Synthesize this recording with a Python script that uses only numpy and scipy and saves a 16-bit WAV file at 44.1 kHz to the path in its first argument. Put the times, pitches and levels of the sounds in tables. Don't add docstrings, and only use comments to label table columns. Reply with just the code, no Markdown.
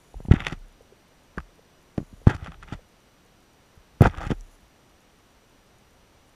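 import sys
import numpy as np
from scipy import signal
from scipy.fft import rfft, irfft
from scipy.io import wavfile
from scipy.ndimage import uniform_filter1d

SR = 44100
rng = np.random.default_rng(int(sys.argv[2]) if len(sys.argv) > 2 else 0)


def wav_record(signal):
    frames = np.transpose(np.atleast_2d(signal))
    bounded = np.clip(frames, -1, 1)
    quanta = np.round(bounded * 32767).astype(np.int16)
    wavfile.write(sys.argv[1], SR, quanta)


def decibels_to_gain(level_db):
    exponent = np.asarray(level_db, float) / 20
    return 10 ** exponent


N = 280026

# pitch_hz, width_hz, level_db
SHELL_DULL = [(501, 260, -3.5), (807, 190, 1)]
SHELL_DEEP = [(1030, 320, -3), (1237, 220, 4), (1630, 260, -1.5)]
SHELL_MID = [(1944, 256, 4.5), (2480, 164.5, -2.5), (3120, 1140, 4.5)]


def add(out, s, wave):
    i = int(s * SR)
    out[i:i + len(wave)] += wave[:N - i]


def coloured(points):
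    hz, db = np.transpose(points)
    f = np.arange(N // 2 + 1) * SR / N + 1
    gain = decibels_to_gain(np.interp(np.log(f), np.log(hz), db))
    y = irfft(rfft(rng.standard_normal(N)) * gain, N)
    return y / np.std(y)


def panels(modes, spot=0):
    t = np.arange(1024) / SR * 2 ** (np.clip(spot, -6, 6) / 12)
    ring = np.zeros(1024)
    for k, (hz, width, db) in enumerate(modes):
        decay = np.exp(-np.pi * width * t)
        soft_start = 1 - np.exp(-t * hz * 1.86)
        ring += (-1) ** k * decibels_to_gain(db) * np.sqrt(width) * decay * np.sin(2 * np.pi * hz * t) * soft_start
    return ring / np.sqrt(np.sum(ring ** 2))


def rings(x, modes, spot=0):
    return signal.fftconvolve(x, panels(modes, spot))[:N]


def thump(hz, cycles, rise=0.15):
    cycles = max(cycles, .15)
    c = np.arange(int(min(7 * cycles / hz, .6) * SR)) / SR * hz
    turns = c + .25 * (1 - np.exp(-2 * c))
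    swing = -np.sin(2 * np.pi * turns) * np.exp(-c / cycles) * (1 - np.exp(-c / rise))
    swing *= np.minimum(3 * (1 - c / c[-1]), 1)
    return swing / np.abs(swing).max()


def rock():
    return thump(35 * (1 + 0.11 * rng.uniform(-0.79, 1)), 2.4, rise=0.85)


def hiss():
    # pitch_hz, level_db
    hiss_colour = [(20, -7), (60, -5), (200, -7.5), (500, -11), (1200, -16), (4000, -23.5), (9400, -33),
                   (14700, -40.5)]
    return decibels_to_gain(-58) * coloured(hiss_colour)


def whines():
    # pitch_hz, level_db
    whine_tones = [(2930, -81), (5845, -77.5), (8781, -83), (11718, -83), (14625, -82)]
    time = np.arange(N) / SR
    out = np.zeros(N)
    for hz, db in whine_tones:
        drift = np.cumsum(rng.standard_normal(N)) * .009
        out += decibels_to_gain(db + 3.5) * np.sin(2 * np.pi * hz * time + drift)
    return out


def memory_card():
    # start_s, end_s, level_db
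    long_writes = [
        (0, 0.228, -68),
        (1.966, 2.25, -69),
        (4.201, 4.506, -68.5),
        (4.547, 4.641, -75),
    ]
    # start_s, blocks
    short_writes = [(.5893, 1), (.6826, 1), (.7235, 1), (.8212, 1), (1.0821, 1), (1.2338, 2), (1.372, 1),
                    (1.5551, 1), (1.814, 2), (1.9437, 1), (2.8856, 1), (3.0019, 1), (3.2488, 2),
                    (3.4035, 1), (3.4269, 2), (3.5322, 2), (3.6604, 1), (3.7527, 2), (4.6059, 1),
                    (4.6812, 1), (4.8944, 1), (5.0035, 2), (5.187, 1), (5.3044, 2), (5.4943, 1), (5.662, 1),
                    (5.7842, 1), (5.9069, 1), (5.9314, 1), (6.28, 2)]
    # start_s, end_s, level_db
    closing_buzz = [
        (.232, 0.277, -67),
        (4.51, 4.558, -67),
    ]
    # pitch_hz, width_hz, level_db
    card_colour = [(6860, 520, 7.5), (10240, 430, 5.5), (13000, 1200, 0)]
    time = np.arange(N) / SR
    draw, buzz = np.zeros((2, N))
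    frame_s, pulse_s, block_gap_s, buzz_hz = .0333, .0055, .0125, 798
    in_frame = time % frame_s
    blocks = (in_frame % pulse_s < .003) * (in_frame < .026)
    for start, end, db in long_writes:
        draw += decibels_to_gain(db) * blocks * (time > start) * (time < end)
    for s, count in short_writes:
        for k in range(count):
            add(draw, s + k * block_gap_s, np.full(int(0.0025 * SR), decibels_to_gain(-66.5)))
    spikes = np.diff(np.floor(time * buzz_hz), append=0) > 0
    for start, end, db in closing_buzz:
        buzz += decibels_to_gain(db) * np.sqrt(SR / buzz_hz) * spikes * (time > start) * (time < end)
    crackle = draw * np.sign(rng.standard_normal(N))
    return rings(crackle + buzz, card_colour)


def circuit():
    top = signal.ellip(10, .3, 45, 14950, fs=SR, output="sos")
    return signal.sosfilt(top, hiss() + whines() + memory_card())


def current():
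    # time_s, level_db
    flow = [(0, -84), (.17, -50), (.32, -43), (.55, -43.5), (.7, -64), (.83, -56), (.97, -80), (1.3, -57.5),
            (1.66, -81), (2.16, -54), (2.4, -51), (2.71, -44.5), (2.87, -70), (3.55, -78.5), (4.15, -53.5),
            (4.36, -48.5), (4.701, -71), (6.35, -63)]
    s, db = np.transpose(flow)
    push = decibels_to_gain(np.interp(np.arange(N) / SR, s, db - 2.0))
    return push * coloured([(15, -27.5), (30, 1.5), (60, -5.5), (150, -21.0), (400, -65.0)])


def shoves():
    # start_s, level_db, pitch_hz, rocking against the shove in db
    shove_table = [ (.143, -44, 63, 2.5), (.364, -23, 58.3, -25.5), (.422, -32.5, 69, -26),
                   (.571, -43, 60, -6), (1.383, -32, 57.5, -13), (1.4008, -35.5, 57.6, -12),
                   (2.135, -36, 66, -14), (2.2789, -12.5, 94, -27), (2.348, -23, 75.5, -34),
                   (2.425, -25.5, 65, -35), (2.493, -35.5, 55.9, -13), (2.765, -44, 45.2, -19),
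                   (3.774, -42.5, 67, -13.5), (4.048, -14.5, 53.7, -22.5), (4.095, -26, 70.4, -30),
                   (4.178, -25.5, 55, -17), (4.215, -33, 53.7, -5), (4.235, -40, 69, -4),
                   (4.343, -40, 45, 2), (.165, -32, 46, -13.5), (.535, -34, 46, -5.5),
                   (2.733, -40, 70, -13)]
    out = np.zeros(N)
    for s, db, hz, rock_db in shove_table:
        add(out, s, decibels_to_gain(db) * thump(hz, 0.55))
        add(out, s, decibels_to_gain(db + rock_db) * rock())
    return out


def bounces():
    # start_s, level_db, pitch_hz, decay in cycles
    bounce_table = [(.143, -35.5, 280, 0.2), (.528, -27, 190, 0.46), (0.533, -29, 159, 0.25),
                    (1.383, -31, 90, .22), (1.3885, -33, 84.6, .45), (1.9782, -24.5, 255, 0.27),
                    (0.3098, -17, 210, .22), (2.269, -16.5, 210, 0.22), (2.7275, -42, 120, 0.24),
                    (2.4925, -36, 119, .4), (4.628, -49.5, 45, .6), (2.2926, -21, 200, 0.43),
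                    (2.755, -42, 90, .3), (4.044, -15, 115, 0.25), (4.069, -12, 70, 0.19),
                    (4.296, -30, 80.7, .22)]
    out = np.zeros(N)
    for s, db, hz, cycles in bounce_table:
        add(out, s, decibels_to_gain(db) * thump(hz, cycles))
    return out


def strokes():
    # contact_s, hold_s, level_db, brightness_db, sand against the rub in db
    stroke_table = [(0.317, 0.0056, -39, 5, -8), (0.327, 0.021, -39.5, -6, -21),
                    (0.35, 0.01, -38.5, -3, -18), (.376, 0.035, -44.5, -6, -17), (0.42, 0.045, -50, 0, -11),
                    (0.464, 0.016, -39.5, -3, -10), (0.492, 0.046, -49, -2.5, -9.5),
                    (1.382, 0.0043, -48, -8, -19), (1.981, 0.011, -57, -2, -8),
                    (2.277, 0.0038, -31.5, -11, -14), (2.294, 0.016, -32, -4.5, -17.5),
                    (2.325, 0.021, -39.5, -6.5, -20), (2.383, 0.04, -54.5, -5, -24),
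                    (2.425, 0.061, -51.5, -2.5, -17), (2.505, 0.042, -58.5, -6, -24),
                    (2.628, 0.0064, -52.5, 2, -15), (2.676, 0.044, -52.5, -2, -12),
                    (2.724, 0.013, -41.5, -2, -10.5), (4.017, 0.013, -34, -3, -10.5),
                    (4.035, 0.013, -28.5, -7.5, -17.5), (4.052, 0.019, -29, -8.5, -15.5),
                    (4.086, 0.064, -50.5, -6, -22), (4.165, 0.043, -45.5, -5.5, -22),
                    (4.205, 0.071, -42, -5, -13.5), (4.302, 0.014, -40, 1.5, -8.5),
                    (4.312, 0.013, -44.5, -6, -11)]
    s, hold, db, bright_db, sand_db = np.transpose(stroke_table)
    t = np.arange(0, N / SR + 1, .001)[:, None] - s
    press_db_per_s, lift_db_per_s = 1793.5, 903
    press = db + press_db_per_s * np.minimum(t, 0) - lift_db_per_s * np.maximum(t - hold, 0)
    k = press.argmax(axis=1)
    top = np.maximum(press.max(axis=1), -120)
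    ms = np.arange(N) / SR * 1000
    return [np.interp(ms, np.arange(len(k)), v) for v in (top, bright_db[k], top + sand_db[k])]


def grit(per_s, spread_db):
    size = decibels_to_gain(spread_db * np.minimum(rng.exponential(size=N), 4))
    grains = rng.standard_normal(N) * (rng.random(N) < per_s / SR) * size
    return grains / np.std(grains)


def loose_stones(rub_db, bright_db):
    when, size, edge, soft = rng.random((2000, 4)).T
    per_s = 40
    s = np.cumsum((.3 - np.log(when)) / per_s / 1.3)
    i = np.minimum(s * SR, N - 1).astype(int)
    db = rub_db[i] - 7.5 + 12 * (size - .5)
    edge_db = -22 + 14 * (edge - .5)
    spot = 4.5 * (when - .5)
    stones = np.c_[s, db, bright_db[i] - 3, edge_db, spot, .6 * soft]
    return stones[(s < N / SR) & (rub_db[i] > -70)]


def contacts(rub_db, bright_db):
    # start_s, level_db, brightness_db, edge_db, spot in semitones
    nudge_table = [
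        (.1427, -37.5, -30, -44, -0.5),
        (.2527, -40, -23, -40, 1.6),
        (.2862, -38, -20, -36, .3),
        (0.3003, -39, -26, -44, -1.5),
    ]
    tap_table = [(.3136, -23, -9, -25.5, .6), (0.3382, -31, -4, -5, -0.48), (.3445, -24, -3.5, -26, 0.42),
                 (1.9792, -27.5, -8.5, -13, -0.98), (2.2695, -13.5, -15, -40, -.6),
                 (2.2785, -26, -14, -23, 1.1), (2.2997, -19.5, -12, -15, .6), (2.3193, -48, -.5, -30, .6),
                 (4.02, -17.5, -11.5, -14, -1.3), (4.03, -18, -16, -27, -.6), (4.0443, -25, -11, -10, 0.33),
                 (4.0574, -3, -22, -40, -.6), (4.0976, -37.5, 2, -12, .6), (4.174, -36.5, 0, -6, -0.33),
                 (4.2077, -30, -25, -29, 0.98), (4.2137, -28, -19, -17, -0.45),
                 (4.231, -29, -10, -14, 0.46), (4.274, -35, 1.5, -8, -0.15), (4.3065, -36, -8, -22, 0.73),
                 (4.0532, -13.5, -21, -32, 1.1), (4.0618, -16, -24, -30, .6), (2.2658, -38, -13, -35, .6)]
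    tick_table = [(0.3115, -22, -21, -31, 0.36), (0.3198, -18, -1.6, -16, 0.34), (0.364, -27, -3, -19, .6),
                  (0.4038, -19, -1, -17.5, 1.2), (0.421, -28, -9, -17, -.6), (.4385, -37, 4, -17, 1.7),
                  (0.449, -26.5, -0.5, -14, 1.5), (0.4599, -30, -2, -29, 0.73),
                  (0.4676, -10.5, -1.7, -15, 0.56), (0.4786, -30, -2, -25, 0.46),
                  (.483, -30, -2, -6.5, 0.78), (0.511, -32.5, -11, -12, 0.81),
                  (0.5276, -25.5, -1.5, -14, 0.99), (1.3737, -36, -11, -31, 1), (1.3818, -28, -8, -12, 1.5),
                  (1.385, -30, -21, -42, -1), (1.403, -34.5, -6.5, -15, .6), (2.3485, -34, -8, -2.5, .6),
                  (2.365, -34, -8, -11, .6), (2.4453, -40, -3, -4, 0.87), (2.4616, -26.5, -8, -20, -0.92),
                  (2.471, -27.5, -9, -17.5, 0.42), (2.5191, -32.5, -6, -17, -0.24),
                  (2.5437, -38, -4, -22, 0.4), (2.627, -34, -8, -17, 1.2), (2.632, -32, -12, -14.5, 0.11),
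                  (2.679, -37, -8, -27, .6), (2.6855, -39, -2, -16, 0.79), (0.3886, -38, -1.2, -22, 0.83),
                  (.397, -33, -1.5, -16, .6), (.4525, -31, -10, -26, .6), (0.4987, -29.5, -4, -21, 1.7),
                  (0.5237, -36, 0, -4, .6), (0.3227, -28, -2, -18, 0.89), (.26, -46.5, -.5, -30, 0.46)]
    more_tick_table = [(4.0079, -22.5, -14.5, -37, -1.5), (4.071, -27, -7, -4.5, .6), (4.11, -42, -4, -6, .6),
                       (4.1427, -31, -16, -25, -0.47), (4.1495, -31.5, -4, -17, 0.77),
                       (4.1833, -25, -9.5, -14.5, 0.75), (4.219, -30, -9, -16, 0.46),
                       (4.2395, -26, -21, -22, 1.4), (4.2513, -27, -13, -17, .6), (4.2625, -32, -19, -24, 0.47),
                       (4.3144, -26.5, -7, -17, 0.41), (4.2985, -42, -1, -17, 0.47), (4.3115, -29, -3, -7, 0.76),
                       (4.268, -33, -2, -6, 1), (2.2925, -31, -10.5, -15, 1.2), (2.3035, -31.5, 1, -6, 0.26),
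                       (2.3095, -29, -9, -18, 1.2), (2.3527, -47, 5, 4, 0.44), (2.274, -23.5, -15, -18, 0.73),
                       (4.0405, -21, -4, -19, .6), (4.0595, -14, -16, -31.5, 0.34), (2.2965, -28, -9, -12, 0.61),
                       (4.1765, -34, -16, -25, -1.5), (4.3165, -27, -19, -28, 0.49), (.4712, -28, -3, -18, .6),
                       (.418, -34, 0, -24, .6), (2.4535, -42, -3, -13, .6), (2.477, -37, -10, -16, 0.72),
                       (2.4105, -46, 0, -14, .6), (2.433, -46, -5, -7, .6), (2.7145, -42, -1, -20, .6),
                       (2.7285, -32, -6, -12, 0.3), (2.734, -33.5, -4, -15, 1.5), (2.739, -32, -10, -18, -0.76),
                       (2.281, -33, -8.5, -3.5, .6), (1.3765, -42, -14, -30, .6), (1.3985, -42, -14, -30, 1.5),
                       (.4125, -36, -3, -18, .6), (.531, -34, -6, -16, .6), (2.4815, -39, -6, -22, 1.5)]
    touches = [(*r, 1) for r in nudge_table]
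    touches += [(*r, 0.8) for r in tap_table]
    touches += [(*r, 0.17) for r in tick_table + more_tick_table]
    return touches + list(loose_stones(rub_db, bright_db))


def knocks(rub_db, bright_db):
    struck, crumbs = np.zeros((2, N))
    t = np.arange(400) / SR
    fade = np.exp(-t / 0.0026) * (1 - np.exp(-t * 10000))
    for s, db, bright, edge_db, spot, soft in contacts(rub_db, bright_db):
        crumble = rng.standard_normal(400) * fade
        burst = crumble.copy()
        burst[3] += 14
        burst = decibels_to_gain(db) * 5.4 * burst / np.sqrt(np.sum(burst ** 2))
        low = burst * np.sqrt(max(1 - decibels_to_gain(min(bright, 0)) ** 2, .05))
        soft = np.clip(soft, 0, 1)
        add(struck, s - .001, rings(low * np.sqrt(soft), SHELL_DULL, spot))
        add(struck, s - .001, rings(low * np.sqrt(1 - soft), SHELL_DEEP, spot))
        add(struck, s - .0007, rings(burst * decibels_to_gain(bright), SHELL_MID, spot))
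        add(crumbs, s - .0009, crumble * decibels_to_gain(db + edge_db - 5.5))
    return struck, crumbs


def shell():
    # pitch_hz, width_hz, level_db
    high_panels = [(4410, 770, 8.5), (5730, 680, 6), (7100, 680, 2), (8400, 1140, -3), (10300, 620, -1.5),
                   (13690, 1600, -11.5)]
    # pitch_hz, width_hz, level_db
    sand_ring = [(6750, 500, -1.5), (10160, 600, 2.5)]
    rub_db, bright_db, sand_db = strokes()
    struck, crumbs = knocks(rub_db, bright_db)
    rub = decibels_to_gain(rub_db) * grit(5000., 2.7)
    sand = decibels_to_gain(sand_db - 5.0) * grit(8800.0, 3.9)
    rumble = decibels_to_gain(0.5) * rings(rub, [(150, 62, 3.0), (330, 96, -5.5)])
    body = struck + rings(decibels_to_gain(-2.0) * rub, SHELL_DULL) + rings(decibels_to_gain(-1.5) * rub, SHELL_DEEP)
    body += rings(decibels_to_gain(bright_db) * rub, SHELL_MID)
    body = signal.sosfilt(signal.cheby1(6, 1, 3650, fs=SR, output="sos"), body)
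    edge = rings(crumbs + sand, high_panels) + decibels_to_gain(-7) * rings(sand, sand_ring)
    edge = signal.sosfilt(signal.cheby1(4, 1, 15000, fs=SR, output="sos"), edge)
    return rumble + body + edge


def recoils():
    # start_s, level_db, pitch_hz, decay in cycles
    recoil_table = [(0.3154, -4, 64.7, .17), (1.3766, -19, 189, 0.2), (2.273, -4.5, 60.2, 0.13),
                    (4.0207, -0.7, 252, 0.26), (4.3049, -13, 260, 0.3), (0.155, -34, 45, 0.2),
                    (0.2036, -30, 374, 0.5), (0.291, -23, 80, 0.68), (.3397, -12.5, 164, 0.25),
                    (0.5234, -23.5, 229, 0.35), (2.7485, -34, 45, 0.28), (4.074, -23, 35, 0.21),
                    (2.661, -44, 200, .3), (1.9832, -17, 122, 0.13), (2.0033, -27.5, 200, .22),
                    (2.7236, -27, 250, 0.43), (2.7307, -29, 150, 0.2), (4.0113, -3.5, 80.6, 0.63),
                    (4.022, -8.5, 230, .22), (4.0642, -13.5, 139, 0.29), (4.2712, -30, 60, .22),
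                    (4.322, -24, 40, 0.39), (4.326, -31.5, 300, 1.5)]
    out = np.zeros(N)
    for s, db, hz, cycles in recoil_table:
        add(out, s, -decibels_to_gain(db) * thump(hz, cycles))
    return out


def blows():
    # start_s, level_db, pitch_hz, decay in cycles
    blow_table = [ (0.2048, -31.5, 110, 0.24), (.251, -28.5, 120, 0.63), (0.285, -17.5, 126, 0.21),
                  (0.3122, 0.5, 122, 0.29), (0.3374, -8.5, 150, 0.38), (.403, -39, 150, 1.6),
                  (0.466, -31, 328, 0.56), (0.5253, -21.5, 125, 0.24), (1.38, -27.5, 182, 0.31),
                  (1.981, -10.5, 185, 0.15), (1.988, -26.5, 282, 1.2), (2.001, -30, 190, 0.27),
                  (2.014, -28, 108, 0.42), (2.028, -31, 131, 0.21), (2.128, -39.5, 190, 1.06),
                  (2.2709, 1.5, 138, 0.2), (2.289, -25, 150, .6), (2.304, -25, 393, 2.1),
                  (2.4809, -33, 160, 2.1), (2.7251, -22.5, 115, 0.29), (4.0093, -0.5, 135, 0.14),
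                  (4.0239, -6, 190, .2), (4.0271, -17, 230, .6), (4.056, -16, 390, 0.75),
                  (4.067, -15.5, 150, 0.22), (4.2674, -20.5, 90, 0.24), (4.3064, -17.5, 114, 0.61),
                  (4.3167, -13.5, 227, 0.53), (4.3212, -16, 199, 0.17)]
    out = np.zeros(N)
    for s, db, hz, cycles in blow_table:
        add(out, s, decibels_to_gain(db) * thump(hz, cycles))
        add(out, s, decibels_to_gain(min(db - 30, -44)) * rock())
        if db > -5 and hz < 200:
            add(out, s - 0.0019, decibels_to_gain(db - 12) * thump(110., .3))
    return out


def pebbles():
    # start_s, level_db, pitch_hz
    chip_table = [(0.359, -34, 2000), (0.3964, -42, 3270), (0.3969, -40, 1420), (0.4039, -28, 1340),
                  (0.4089, -39, 1380), (0.4168, -40, 2280), (0.4612, -40, 3140), (0.4612, -36, 2090),
                  (0.4772, -37, 1300), (0.4777, -37, 3360), (0.4827, -34, 2540), (2.2163, -43, 470),
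                  (2.2791, -27, 1553), (2.2921, -30, 1420), (2.2971, -28, 1770), (2.3305, -33, 860),
                  (2.4447, -42, 3320), (2.4447, -44, 1460), (2.4602, -42, 3140), (2.4752, -42, 1340),
                  (2.4792, -45, 2020), (2.5246, -47, 1380), (2.542, -46, 1290), (2.7266, -42, 3140),
                  (2.7286, -37, 1550), (2.7326, -36, 1430), (4.0207, -30, 1980), (4.0321, -29, 1510),
                  (4.0381, -21, 727), (4.0426, -25, 1510), (4.0516, -21, 690), (4.0695, -26.5, 1610),
                  (4.074, -26.5, 470), (4.1748, -39, 1510), (4.2032, -39, 730), (4.2132, -39, 1890),
                  (4.2202, -35, 1160), (4.2546, -35, 860), (4.2711, -37, 1510), (4.312, -35, 3140)]
    # start_s, level_db, pitch_hz
    more_chip_table = [
        (1.3809, -23, 1600),
        (1.3846, -25, 1170),
        (4.2138, -30, 800),
        (2.461, -40, 560),
        (.4492, -35, 2550),
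    ]
    out, t = np.zeros(N), np.arange(500) / SR
    swell_s = .0011
    for s, db, hz in list(chip_table) + list(more_chip_table):
        add(out, s, decibels_to_gain(db) * np.sin(2 * np.pi * hz * t) * t / swell_s * np.exp(1 - t / swell_s))
    return out


def bubbles():
    # start_s, level_db, pitch_hz
    bubble_table = [
        (0.807, -43.5, 456),
        (0.923, -44, 391),
        (1.491, -53.5, 490),
        (1.592, -46, 464),
        (2.791, -45, 496),
    ]
    out = np.zeros(N)
    for s, db, hz in bubble_table:
        add(out, s, decibels_to_gain(db) * thump(hz, 1.6, rise=0.76))
    return out


def lens_rattle():
    # start_s, length_s, level_db
    rattle = (4.0183, 0.00335, -18.5)
    s, length, db = rattle
    band = signal.butter(1, [8000., 14000.], "band", fs=SR)
    chatter = signal.lfilter(*band, rng.standard_normal(600))[:int(length * SR)]
    out = np.zeros(N)
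    add(out, s, decibels_to_gain(db) * chatter * np.hanning(len(chatter)) ** .5 / 2)
    return out


def sand_grain():
    # (pitch_hz, width_hz, level_db)
    ping = (4.4092, -49, [(5900, 350, 3), (7700, 500, -3), (10000, 900, -8)])
    s, db, tones = ping
    knock = np.zeros(N)
    add(knock, s, decibels_to_gain(db) * 10 * np.ones(1))
    return rings(knock, tones)


def scene():
    housing = shoves() + bounces() + recoils() + blows() + bubbles()
    surface = shell() + pebbles() + lens_rattle() + sand_grain()
    return (circuit() + current() + housing + surface)[None]


def dull_moments(x):
    # start_s, end_s
    dull_table = [(.139, .155), (.291, .307), (.933, .945), (1.06, 1.074), (1.356, 1.368), (1.386, 1.396),
                  (1.975, 1.985), (2.254, 2.267), (2.441, 2.467), (2.487, 2.521), (2.614, 2.642),
                  (4.001, 4.007)]
    gate = np.zeros(N)
    for start, end in dull_table:
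        add(gate, start, np.ones(int((end - start) * SR)))
    top = signal.sosfiltfilt(signal.butter(10, 12300, "high", fs=SR, output="sos"), x)
    return x - .8 * uniform_filter1d(gate, 130) * top


def roll_off(x):
    return signal.sosfilt(signal.butter(12, 15200, fs=SR, output="sos"), x)


def record(dry):
    top = signal.ellip(10, .3, 45, 15400, fs=SR, output="sos")
    mix = dull_moments(signal.sosfilt(top, np.clip(dry, -1, 1)))
    return roll_off(mix)


dry = scene()
out = record(dry)
wav_record(out)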